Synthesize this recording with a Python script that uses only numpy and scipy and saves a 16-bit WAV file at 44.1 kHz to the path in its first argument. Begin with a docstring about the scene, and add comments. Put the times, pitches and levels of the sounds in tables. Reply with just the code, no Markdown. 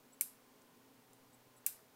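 """A quiet room, a failing hard drive on a desk: twice its arm slams against the stop with a bright, hard click.
Each blow is a sum of decaying modes plus a rattle of noise; its ring and a bare crack feed the room echo.
Around the clicks the arm ticks and whines faintly as it seeks (resonated noise), with two low knocks.
Underneath lie the hum of motor and fans (narrow-band noise) and the hiss of room air and microphone."""
import sys
import numpy as np
from scipy import signal
from scipy.fft import rfft, irfft
from scipy.io import wavfile

SR = 44100
rng = np.random.default_rng(int(sys.argv[2]) if len(sys.argv) > 2 else 0)


def log_audio(samples):
    """Write samples as a 16-bit WAV file to the path given in sys.argv[1]."""
    # one column per channel
    frames = np.atleast_2d(samples).T
    # limit to full scale, then quantise
    limited = np.clip(frames, -1, 1)
    pcm = np.round(limited * 32767).astype(np.int16)
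    wavfile.write(sys.argv[1], SR, pcm)


N = 85995


def amp(db):
    """Decibels to gain."""
    return 10 ** (np.asarray(db) / 20)


def rms_one(x):
    """Scale to unit rms."""
    return x / np.sqrt(np.mean(x ** 2) + 1e-20)


def resonate(x, hz, width_hz):
    """One two-pole resonance with a gain of about 1 at its peak."""
    r = np.exp(-np.pi * width_hz / SR)
    b = np.array([1, 0, -1]) * (1 - r * r) / 2
    a = [1, -2 * r * np.cos(2 * np.pi * hz / SR), r * r]
    return signal.lfilter(b, a, x + 1e-18)


def resonate_twice(x, hz, width_hz):
    """Two equal resonances in series, for steeper skirts."""
    return resonate(resonate(x, hz, width_hz), hz, width_hz)


def steep_lowpass(x, stop_db, stop_hz):
    """Steep cut, down by stop_db from stop_hz upwards."""
    return signal.sosfilt(signal.cheby2(20, stop_db, stop_hz, fs=SR, output="sos"), x)


# Blows of the arm. Each row: start in seconds, level in dB before STRIKE_GAIN_DB, case modes in relative dB,
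# top modes in relative dB, room send in dB, pitch ratio, crack peak in Hz, crack low end in relative dB.
STRIKES = [(0.2095, -15, -5, -3, 3.5, 1.007, 11600, 0), (0.618, -58, -5, -10, -8, .7, 6000, .5),
           (1.1315, -52, -8, 5, 3, 0.81, 9500, 2), (1.6633, -15.5, -10, 2, 3.5, 1.015, 13400, 3.5),
           (1.6658, -33.5, 7, -9, -6, 1.155, 9000, 2)]
# Modes of arm and case. Each row: frequency in Hz before the pitch ratio, width in Hz, level in relative dB.
MODES = [(1480, 190, -29.5), (2270, 237, -11), (2940, 280, -22.5), (4146, 210, -25), (5150, 370, -21.5),
         (6000, 350, -15.5), (6700, 230, -17.5), (7675, 680, -4.5), (9270, 420, -2), (10100, 590, -14),
         (10760, 130, -14), (11940, 690, 1), (13300, 300, -11), (14000, 480, -5), (15450, 710, -7),
         (16250, 720, -24)]
CASE_BELOW_HZ, TOP_ABOVE_HZ = 4000, 15000
SPREAD_DB, SCATTER_S = 1.5, 0.0004  # random level (plus or minus) and latest start of a mode
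STRIKE_GAIN_DB, CONTACT_S = -8, 0.0016
RATTLE_DB, RATTLE_RISE_S, RATTLE_FALL_S, RATTLE_LOW_HZ = -9.5, 0.0015, 0.0013, 2260
RING_SEND_DB, CRACK_SEND_DB = -20.5, 11


def strikes():
    """Each blow builds up over the contact time and dies in every mode, over a brief rattle; also its room send."""
    out = np.zeros((2, N + SR))  # direct, sent to the room
    t = np.arange(SR // 20) / SR
    highpass = signal.butter(2, RATTLE_LOW_HZ, "high", fs=SR, output="sos")
    draws = rng.random((len(STRIKES), len(MODES), 3))
    for (start_s, db, case_db, top_db, send_db, pitch, peak_hz, low_db), draw in zip(STRIKES, draws):
        rattle_shape = (1 - np.exp(-t / RATTLE_RISE_S)) * np.exp(-t / RATTLE_FALL_S)
        rattle = rng.standard_normal(len(t)) * rattle_shape
        blow = amp(RATTLE_DB) * signal.sosfilt(highpass, rattle)
        for (hz, width_hz, mode_db), (phase, late, size) in zip(MODES, draw):
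            age = np.maximum(t - SCATTER_S * late, 0)
            shape = (1 - np.exp(-age / CONTACT_S)) ** 3 * np.exp(-np.pi * width_hz * age)
            level_db = mode_db + SPREAD_DB * (2 * size - 1)
            level_db += case_db * (hz < CASE_BELOW_HZ) + top_db * (hz > TOP_ABOVE_HZ)
            tone = np.sin(2 * np.pi * (hz * pitch * t + phase))
            blow = blow + amp(level_db) * shape / shape.max() * tone
        snap = crack(len(t), peak_hz, low_db)
        send = amp(send_db) * (amp(RING_SEND_DB) * blow + amp(CRACK_SEND_DB) * snap)
        i = int(start_s * SR)
        out[:, i:i + len(t)] += amp(db + STRIKE_GAIN_DB) * np.array([blow, send])
    return out[:, :N]


CRACK_PEAK_DB, CRACK_WIDTH_HZ, DULL_BELOW_HZ = 3, 1800, 7000


def crack(length, peak_hz, low_db):
    """The bare snap of a blow: an impulse with a bright peak and more or less low end."""
    click = 1. * (np.arange(length) == 0)
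    low = signal.lfilter(*signal.butter(1, DULL_BELOW_HZ, fs=SR), click)
    bright = amp(CRACK_PEAK_DB) * resonate(click, peak_hz, CRACK_WIDTH_HZ)
    return click + bright + (amp(low_db) - 1) * low


# Seeking swings of the arm. Each row: start in seconds, length in seconds, level in dB before the whine levels.
SEEKS = [(0.119, 0.01, -74), (0.131, .014, -69), (1.329, 0.019, -71), (1.564, 0.023, -67.5)]
# Whine of the arm. Each row: frequency in Hz, width per resonance in Hz, rms level in relative dB.
WHINE = [(7760, 59, -1.5), (9300, 500, -8), (10400, 310, -7.5), (11600, 1000, -10.5)]
SEEK_RISE_S, SEEK_FALL_S = 0.002, 0.006


def seeks():
    """Short puffs of friction noise, coloured by the arm's high resonances."""
    t = np.arange(N) / SR
    gate = np.zeros(N)
    for start_s, length_s, db in SEEKS:
        rise = np.clip((t - start_s) / SEEK_RISE_S, 0, 1)
        fall = np.exp(-np.maximum(t - start_s - length_s, 0) / SEEK_FALL_S)
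        gate += amp(db) * rise * fall
    whine = 0
    for hz, width_hz, db in WHINE:
        whine = whine + amp(db) * rms_one(resonate_twice(rng.standard_normal(N), hz, width_hz))
    return gate * whine


# Low knocks. Each row: start in seconds, peak level in dB, frequency in Hz.
KNOCKS = [(1.644, -59, 1100), (1.792, -56.5, 1300)]
KNOCK_WIDTH_HZ, KNOCK_FALL_S = 960, 0.004


def knocks():
    """A few milliseconds of noise through one broad low resonance, applied twice."""
    out = 0
    for start_s, db, hz in KNOCKS:
        age = np.arange(N) / SR - start_s
        puff = rng.standard_normal(N) * (age > 0) * np.exp(-np.abs(age) / KNOCK_FALL_S)
        thud = resonate_twice(puff, hz, KNOCK_WIDTH_HZ)
        out = out + amp(db) * thud / np.abs(thud).max()
    return out


# Room decay. Each row: band centre in Hz, t60 in seconds, gain in dB on the band's noise.
ROOM = [(1400, 0.72, -53), (2480, 0.34, -43.5), (3500, 0.27, -45.5), (5600, 0.41, -44), (6470, .28, -41),
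        (7660, 0.29, -35.5), (9340, 0.25, -31), (11100, 0.27, -34.5), (12600, 0.24, -33),
        (14200, 0.28, -36.5), (14900, .16, -37)]
# Narrow bands that linger as the case rings on. Each row: frequency in Hz, width in Hz, t60 in seconds, level in dB.
LINGER = [(1510, 100, 0.22, -61), (3770, 160, 0.21, -58), (5210, 170, 0.32, -55.5), (7600, 250, .2, -52),
          (9250, 300, 0.28, -48.5), (12200, 400, 0.24, -48.5), (13500, 300, 0.18, -48)]
EARLY_DB, EARLY_T60_S, ROOM_ONSET_S = 3.5, 0.059, 0.003
HISS_TOP_HZ = 16080  # top of room echo and hiss


def room(x):
    """Dense reflections: a quick early part and a tail that dies band by band."""
    t = np.arange(SR // 2) / SR
    centres_hz = np.array(ROOM)[:, 0]
    edges_hz = np.r_[centres_hz[0] / 1.5, np.sqrt(centres_hz[1:] * centres_hz[:-1]), 16000]
    early = amp(EARLY_DB - 60 * t / EARLY_T60_S)
    echo = 0
    for low_hz, high_hz, (_, t60_s, db) in zip(edges_hz, edges_hz[1:], ROOM):
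        bandpass = signal.butter(2, [low_hz, high_hz], "band", fs=SR, output="sos")
        band = signal.sosfilt(bandpass, rng.standard_normal(len(t)))
        echo = echo + band * amp(db) * (amp(-60 * t / t60_s) + early)
    for hz, width_hz, t60_s, db in LINGER:
        ring = rms_one(resonate(rng.standard_normal(len(t)), hz, width_hz))
        echo = echo + amp(db - 60 * t / t60_s) * ring
    echo = steep_lowpass(echo, 50, HISS_TOP_HZ) * (1 - np.exp(-t / ROOM_ONSET_S))
    return signal.fftconvolve(x, echo)[:N]


# Hum of motor and fans, with faint high tones. Each row: frequency in Hz, rms level in dB, width per resonance in Hz.
HUM = [(122.6, -81, 0.67), (241.2, -79.5, 5.3), (266.4, -77, 2.84), (426.9, -82.5, 14), (546, -87.5, 6),
       (646, -86, 4.8), (770, -86.5, 5.4), (1034, -85.5, 7.5), (1446, -87.5, 5), (15000, -90, 1.5),
       (14630, -83, 290)]


def hum():
    """Wavering tones: noise twice through narrow resonances."""
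    out = 0
    for hz, db, width_hz in HUM:
        tone = resonate_twice(rng.standard_normal(N + SR), hz, width_hz)[SR:]  # skip the build-up
        out = out + amp(db) * rms_one(tone)
    return out


# Colour of room air and microphone hiss. Each row: frequency in Hz, density in relative dB.
FLOOR = [(20, -10.5), (35, -28.5), (58, -26.5), (85, -13.5), (113, -9), (200, -8), (270, -3), (340, -9),
         (430, -4), (690, -12), (900, -9), (1350, -14.5), (2500, -17.5), (5000, -21), (9000, -23),
         (12500, -22.5), (15700, -22.5)]
FLOOR_RMS_DB = -67.5


def floor():
    """Smooth steady noise with the colour of the floor table."""
    table_hz, table_db = np.transpose(FLOOR)
    f_hz = np.arange(N // 2 + 1) * SR / N + 1  # +1 keeps the log finite
    colour_db = np.interp(np.log(f_hz), np.log(table_hz), table_db)
    noise = irfft(rfft(rng.standard_normal(N)) * amp(colour_db), N)
    return amp(FLOOR_RMS_DB) * rms_one(steep_lowpass(noise, 50, HISS_TOP_HZ))


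def scene():
    """Drive, its room echo, hum and floor, as one channel."""
    direct, sent = strikes()
    mix = direct + room(sent) + seeks() + knocks() + hum() + floor()
    return mix[None]


CUTOFF_HZ = 17250


def record(dry):
    """Cut the top steeply."""
    return steep_lowpass(dry, 60, CUTOFF_HZ)


dry = scene()
out = record(dry)
log_audio(out)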